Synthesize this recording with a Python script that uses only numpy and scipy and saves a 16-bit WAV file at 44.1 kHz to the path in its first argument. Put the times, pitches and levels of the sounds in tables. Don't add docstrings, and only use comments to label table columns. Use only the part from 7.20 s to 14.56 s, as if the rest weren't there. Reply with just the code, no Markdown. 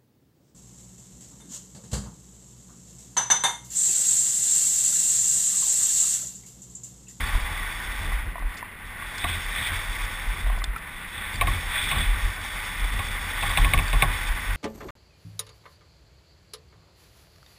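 import sys
import numpy as np
from scipy import signal
from scipy.fft import next_fast_len
from scipy.io import wavfile

SR = 44100
rng = np.random.default_rng(int(sys.argv[2]) if len(sys.argv) > 2 else 0)


def dump(signal):
    limited = np.clip(np.atleast_2d(signal).T, -1, 1)
    pcm = np.round(limited * 32767).astype(np.int16)
    wavfile.write(sys.argv[1], SR, pcm)


def ratio(d):
    e = np.asarray(d, float) / 20
    return 10 ** e


N = 324576

# time in seconds, level in dB above the mean.
AIR_STREAM = [(0.0, 3), (0.18, 2.5), (0.6, 0), (0.99, -0.5), (1.17, -8.5), (1.3, -3.5), (1.53, -7.5),
              (1.98, -1.5), (2.7, 1.1), (3.15, -0.5), (3.45, -5), (3.9, -4), (4.3, 0.5), (5.3, -0.4),
              (6.05, 1.4), (6.25, 2.5), (6.93, 3), (7.36, 1.3)]


def rms_one(x):
    return x / np.sqrt(np.mean(x ** 2) + 1e-20)


def peak_one(x):
    return x / np.abs(x).max()


def add(out, start_s, sound):
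    at = round(start_s * SR)
    out[at:at + len(sound)] += sound[:N - at]


def in_time(rows):
    time_s, *columns = np.transpose(rows)
    return [np.interp(np.arange(N) / SR, time_s, column) for column in columns]


def drift(rate_hz):
    r = np.exp(-80 * np.pi * rate_hz / SR)
    noise = rng.standard_normal(N // 40 + 2002)
    slow = signal.lfilter([1], [1, -2 * r, r * r], noise)[2000:]
    return np.interp(np.arange(N) / 40, np.arange(len(slow)), rms_one(slow))


def band(x, low_hz, high_hz):
    return signal.sosfilt(signal.butter(2, [low_hz, high_hz], "band", fs=SR, output="sos"), x)


def resonate(x, hz, width_hz):
    r = np.exp(-np.pi * width_hz / SR)
    zeros = np.array([1, 0, -1]) * (1 - r * r) / 2
    return signal.lfilter(zeros, [1, -2 * r * np.cos(2 * np.pi * hz / SR), r * r], x)


def ring(x, hz, t60_s):
    r = ratio(-60 / (t60_s * SR))
    w = 2 * np.pi * hz / SR
    return signal.lfilter([0, np.sin(w)], [1, -2 * r * np.cos(w), r * r], x + 1e-18)


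def struck(drive, modes):
    return sum(ratio(db) * ring(drive, hz, t60_s) for hz, db, t60_s in modes)


def blow(width_s):
    t = np.arange(4096) / SR
    return np.where(t < width_s, np.sin(np.pi * t / width_s) ** 2, 0)


def contact(length_s, rise_s):
    t = np.arange(4096) / SR
    burst = rng.standard_normal(4096) * np.exp(-t / max(length_s, 0.001)) * (1 - np.exp(-t / rise_s))
    return burst / np.sqrt(np.sum(burst ** 2))


def case(drive, modes, patchy_db):
    total = 0
    for k, (hz, width_hz, db) in enumerate(modes):
        gain = (-1) ** k * ratio(db + patchy_db * drift(5.6))
        total = total + gain * resonate(drive, hz, width_hz)
    return rms_one(total)


def wall(x):
    return signal.sosfilt(signal.butter(12, 3930, fs=SR, output="sos"), x)


def tent(start_s, hold_s, rise_db_s, fall_db_s):
    t = np.arange(N) / SR
    return -rise_db_s * np.maximum(start_s - t, 0) - fall_db_s * np.maximum(t - start_s - hold_s, 0)


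def strongest(rest_db, events, fall_db_s):
    for start_s, db, hold_s in events:
        rest_db = np.maximum(rest_db, db + tent(start_s, hold_s, 290, fall_db_s))
    return rest_db + 2 * drift(17.0)


def ride():
    # time in seconds, level in dB above plain rolling.
    grip_rows = [(0.0, 2.5), (0.9, -1.5), (0.99, -5), (1.2, -21), (1.35, -11), (1.44, -21), (1.53, -19),
                 (1.8, -7.5), (1.98, -1), (2.5, 3.8), (3.15, -2), (3.5, -16), (3.7, -10), (4.1, -4.5),
                 (4.3, 1), (5.9, 0.9), (6.3, 5), (7.36, 1.5)]
    # start in seconds, extra load in dB, hold in seconds.
    presses = [(1.817, 2.5, 0.046), (2.038, 8, 0.066), (2.378, 7.5, .1), (3.28, 4, 0.029), (3.626, 2, 0.25),
               (3.98, 8.5, 0.043), (4.3, 4, 0.017), (4.562, 10.5, 0.028), (4.704, 9.5, .08),
               (4.892, 4, 0.045), (5.58, 1, 0.13), (5.927, 1.5, 0.033), (6.17, 4, 0.31), (6.775, 2.5, 0.14)]
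    air_db, = in_time(AIR_STREAM)
    grip_db, = in_time(grip_rows)
    load_db = np.zeros(N)
    for start_s, db, hold_s in presses:
        load_db = np.maximum(load_db, db + tent(start_s, hold_s, rise_db_s=99, fall_db_s=56))
    roar_db = -41.5 + 0.99 * air_db + 0.29 * load_db
    rush_db = -34.5 + air_db + 0.5 * load_db
    rumble_db = -42.5 + 0.83 * grip_db + load_db
    fine_db = -53 + grip_db - 0.026 * load_db
    return roar_db, rush_db, rumble_db, fine_db


def shake():
    # start in seconds, level in dB, hold in seconds.
    jolts = [(0.0, -14, 0.0058), (0.155, -18.5, 0.0036), (0.235, -21.5, .01), (0.68, -29, 0.017),
             (0.805, -23, 0.05), (0.933, -22, 0.076), (1.082, -29, .02), (1.254, -23.5, 0.005),
             (2.05, -29.5, .02), (2.258, -32, .05), (2.52, -34, .07), (2.7, -29.5, 0.15), (3.087, -24, .01),
             (3.243, -19.5, 0.11), (3.375, -19.5, 0.023), (3.504, -26, 0.011), (4.227, -23, 0.096),
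             (4.475, -30.5, 0.024), (4.79, -20, .01), (4.888, -18.5, 0.066), (5.05, -20.5, .01),
             (5.642, -21.5, .01), (5.735, -25.5, 0.046), (6.19, -35, .1), (6.42, -18.5, 0.056),
             (6.573, -17.5, 0.017), (6.762, -17, .01), (6.87, -24.5, 0.089), (7.113, -21, 0.028),
             (7.297, -24.5, 0.069)]
    # start in seconds, level in dB, hold in seconds.
    thumps = [(0.0, -28.5, 0.0037), (.14, -35.5, 0.046), (0.3, -36, 0.017), (0.813, -36.5, 0.073),
              (1.06, -37, .02), (2.06, -35.5, .01), (2.11, -31.5, 0.025), (2.42, -37, 0.011),
              (2.534, -31, .01), (2.73, -41, .05), (3.11, -39, 0.26), (3.437, -43, 0.026),
              (3.97, -42.5, .01), (4.148, -35, .01), (4.24, -25.5, 0.011), (4.287, -24.5, 0.017),
              (4.62, -34, 0.033), (4.77, -25, .02), (4.98, -35.5, .01), (5.066, -36, .01),
              (5.215, -39, .01), (5.564, -40, 0.11), (5.74, -36.5, 0.13), (5.907, -35, 0.011),
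              (6.276, -28, .01), (6.403, -25, 0.065), (6.537, -24.5, 0.042), (6.763, -30, 0.022),
              (6.837, -25.5, 0.044), (7.3, -35.5, 0.059)]
    air_db, = in_time(AIR_STREAM)
    sway_db = strongest(-38.5 + 2.6 * air_db, jolts, fall_db_s=260)
    thump_db = strongest(-45.5 + 1.3 * air_db, thumps, fall_db_s=140)
    return sway_db, thump_db


def wind(roar_db, rush_db):
    # frequency in Hz, width in Hz, level in dB.
    roar_modes = [(549, 110, -13.5), (617, 42, -8.5), (861, 129, -4.5), (993, 33, 0), (1140, 110, -1)]
    # frequency in Hz, width in Hz, level in dB.
    rush_modes = [(1503, 161, -2.5), (1803, 133, 1.5), (1988, 216, 0.5), (2220, 136, 0.5), (2370, 425, -7)]
    stream = ratio(0.91 * drift(26.0)) * rng.standard_normal((2, N))
    roar = rms_one(band(case(stream[0], roar_modes, patchy_db=0.2), 220, 1800))
    rush = rms_one(band(case(stream[1], rush_modes, patchy_db=0.53), 1105, 3850))
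    return ratio(roar_db + 0.2) * roar + ratio(rush_db - 0.92) * rush


def tyres(rumble_db, fine_db):
    # frequency in Hz, width in Hz, level in dB.
    grit_modes = [(2260, 326, 2.5), (2620, 64, -7.5), (3036, 430, -9), (3459, 99, 8.5), (3710, 250, 0)]
    # frequency in Hz, width in Hz, level in dB.
    fine_modes = [(4350, 270, -9.5), (4710, 250, -0.5), (4900, 320, -3), (5326, 400, -2), (5460, 130, 4),
                  (5800, 280, -6.5)]
    sizes = ratio(3.4 * np.minimum(rng.exponential(1, N), 5)) * rng.choice([-1, 1], N)
    born = rng.random(N) < 1500 * ratio(3.0 * drift(20.0)) / SR
    hiss = ratio(1.7 * drift(18.0)) * rng.standard_normal(N)
    drive = 0.17 * rms_one(sizes * born) + hiss
    fine = rms_one(band(case(drive, fine_modes, patchy_db=0.0), 4260, 6300))
    rumble = wall(case(drive, grit_modes, patchy_db=0.0))
    return ratio(rumble_db + 3.0) * rumble + ratio(fine_db + 3.0) * fine


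def helmet_mode(hz, width_hz):
    swing = resonate(resonate(rng.standard_normal(N), hz, width_hz), hz, 1.05 * width_hz)
    height = np.abs(signal.hilbert(swing, next_fast_len(N))[:N])
    return rms_one(band(swing / (height + 1.05 * height.mean()), 0.51 * hz, 1.22 * hz))


def helmet(sway_db, thump_db):
    gentle_band = signal.butter(1, [110, 230], "band", fs=SR, output="sos")
    buffet = signal.sosfilt(gentle_band, rng.standard_normal(N))
    buffet = ratio(0.94 * drift(26.0)) * rms_one(buffet)
    pressure = ratio(-45.5) * rms_one(band(rng.standard_normal(N), 17, 45.4))
    sway = helmet_mode(38.6, width_hz=14.8)
    thump = helmet_mode(82.4, width_hz=33.5) + ratio(-13.5) * buffet
    return ratio(sway_db) * sway + ratio(thump_db) * thump + ratio(-51.0) * buffet + pressure


def ticks():
    # start in seconds, peak in dB, rattle length in seconds, lower part in dB.
    spits = [(1.17, -58, 0.0064, 5), (1.19, -54, 0.007, 3), (1.34, -49, 0.007, 3), (1.369, -41.5, 0.018, 1),
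             (1.979, -37, 0.0086, -5), (3.386, -46, 0.0064, -5), (3.44, -26, 0.0016, 3.5),
             (3.558, -48, 0.0065, 5), (3.579, -47, 0.007, 2), (4.124, -71, 0.007, 10),
             (4.14, -42, 0.007, -10)]
    # start in seconds, peak in dB, pitch in Hz.
    pings = [
        (0.0707, -36, 4600),
        (4.157, -34, 4700),
        (4.6902, -38, 5460),
        (4.7835, -36, 4670),
        (6.2931, -35, 4720),
        (6.68, -32.5, 4620),
        (5.242, -37, 5800),
    ]
    # frequency in Hz, level in dB, t60 in seconds.
    bright_modes = [(1730, 20, 0.0087), (2100, -6, .006), (2700, -25, 0.0054), (3540, 21, 0.016),
                    (3830, -20, .008)]
    out = np.zeros(N)
    for start_s, peak_db, length_s, lower_db in spits:
        hit = contact(length_s, rise_s=0.08 * length_s)
        spit = peak_one(band(hit, 3900, 5730))
        spit = spit + ratio(lower_db + 0.5) * peak_one(struck(hit, bright_modes))
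        spit = spit + ratio(-3.0) * peak_one(band(hit, 1400, 6700))
        add(out, start_s, ratio(peak_db + 6.0) * spit)
    for start_s, peak_db, hz in pings:
        rung = ring(contact(0.0014, rise_s=0.00065), hz, t60_s=0.011)
        add(out, start_s, ratio(peak_db + 3.5) * peak_one(resonate(rung, hz, width_hz=600)))
    return out


def taps():
    # start in seconds, peak in dB, pitch in Hz, upper part in dB, lower part in dB.
    tap_rows = [(0.151, -25, 990, -9, -5), (0.798, -33, 1500, -10, 4), (0.92, -24.5, 1120, -5, -3),
                (1.156, -25.5, 986, -12, 0), (1.181, -27.5, 990, -12, -8), (1.2, -39, 1120, -8, -8),
                (1.223, -29.5, 1040, -8, 3), (1.427, -23, 995, -6, -17), (1.823, -24.5, 1560, -14, 2),
                (2.519, -23, 1530, -5, 1), (3.299, -24.5, 1040, -5, -1), (3.419, -23.5, 1140, -1, -11),
                (3.562, -20.5, 1340, -8, -14), (4.761, -24, 1090, -12, -1), (6.637, -40, 1090, -10, -8),
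                (3.163, -25.5, 1140, -6, -22), (3.265, -32, 930, -21, 10), (3.325, -30, 1090, -10, -6),
                (3.348, -32, 1120, -12, -1), (3.376, -30, 1000, -10, 3)]
    t60_s = 0.028
    out = np.zeros(N)
    for start_s, peak_db, hz, upper_db, lower_db in tap_rows:
        modes = [(hz, 0, t60_s), (0.71 * hz, lower_db, t60_s), (1.8 * hz, upper_db, 1.1 * t60_s)]
        hit = blow(0.00023) + 0.99 * contact(0.002, rise_s=0.001)
        padded = resonate(struck(hit, modes), 1.25 * hz, 1.4 * hz)
        add(out, start_s, ratio(peak_db + 1.5) * peak_one(band(padded, 570, 3400)))
    return out


def knocks():
    # start in seconds, peak in dB, hollow part in dB, low thud in dB,
    # rattle length in seconds.
    knock_rows = [(2.041, -10, -7.5, -13, 0.0032), (2.094, -30, -2, -23, 0.0078),
                  (4.211, -2.5, -10, -20, 0.0074), (4.271, -9, -7.5, -12, 0.0044),
                  (4.713, -7, -14.5, -16.5, 0.0053), (5.791, -13.5, -9, -20, 0.0067),
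                  (6.227, -10, -8.5, -14.5, 0.0038), (6.298, -27, 3.5, -16, 0.013),
                  (6.373, -1.5, -12, -19, 0.0037), (6.445, -7, -12.5, -16.5, 0.008),
                  (6.535, -0.5, -14, -19, 0.0044), (6.576, -8.5, -17, -15, 0.004),
                  (6.588, -8, -13, -9.5, 0.0068), (6.729, -8, -10.5, -11, 0.0073),
                  (6.822, 1.5, -13, -17.5, 0.0054)]
    # frequency in Hz, level in dB, t60 in seconds.
    shell_modes = [(2210, 4, 0.041), (2380, 5, 0.022), (2573, 1, 0.023), (2840, -3.5, 0.0088),
                   (3150, -1.5, 0.0055), (3520, -3.5, 0.032), (3720, 6, 0.012), (3750, -9, 0.0079)]
    hollow_modes = [(717, -6.5, 0.11), (812, -4, 0.092), (990, -12, 0.034), (1104, 4.5, 0.061),
                    (1135, -5, 0.11), (1500, -1, 0.023), (1754, 0, 0.018)]
    thud_modes = [(148.4, -3.5, 0.16), (243, -9, 0.051)]
    out = np.zeros(N)
    for start_s, peak_db, hollow_db, thud_db, length_s in knock_rows:
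        hard = blow(0.00021) + 2.9 * contact(length_s, rise_s=0.00022)
        shell = peak_one(band(band(struck(hard, shell_modes), 2070, 4680), 1050, 4300))
        soft = 0.19 * blow(0.00055) + 2.7 * contact(1.2 * length_s, rise_s=0.0099)
        soft = np.roll(soft, 100)
        hollow = ratio(hollow_db + 4.0) * peak_one(band(struck(soft, hollow_modes), 685, 2210))
        loose = contact(2.0 * length_s, rise_s=0.00067)
        crunch = ratio(-13.0) * peak_one(band(loose, 420, 3900))
        thud = ratio(thud_db - 3.5) * peak_one(struck(soft, thud_modes))
        add(out, start_s, ratio(peak_db - 4.0) * (shell + hollow + thud + crunch))
    return wall(out) + ratio(-13) * out


def scene():
    roar_db, rush_db, rumble_db, fine_db = ride()
    sway_db, thump_db = shake()
    roar_db = roar_db + 0.056 * (sway_db - sway_db.mean())
    steady = wind(roar_db, rush_db) + tyres(rumble_db, fine_db) + helmet(sway_db, thump_db)
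    return (steady + ticks() + taps() + knocks())[None]


def top_cut(x):
    return signal.sosfilt(signal.butter(12, 15980, fs=SR, output="sos"), x)


def record(dry):
    hold_hz, cutoff_hz = 12000, 15300
    limited = 0.87 * np.tanh(dry / 0.94)
    guarded = signal.sosfilt(signal.butter(8, 5800, fs=SR, output="sos"), limited)
    coarse = signal.resample_poly(guarded, hold_hz // 300, SR // 300, axis=1)
    held = np.repeat(coarse, 4, axis=1)
    back = signal.resample_poly(held, SR // 300, 4 * hold_hz // 300, axis=1)[:, :N]
    back = np.pad(back, ((0, 0), (0, N - back.shape[1])))
    steep = signal.ellip(12, 0.05, 40, cutoff_hz - 40, fs=SR, output="sos")
    edge = signal.sosfiltfilt(steep, back)
    leak_filter = signal.butter(10, cutoff_hz + 150, fs=SR, output="sos")
    leak = signal.sosfiltfilt(leak_filter, back - edge)
    return top_cut(edge + ratio(-25) * leak)


dry = scene()
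out = record(dry)
dump(out)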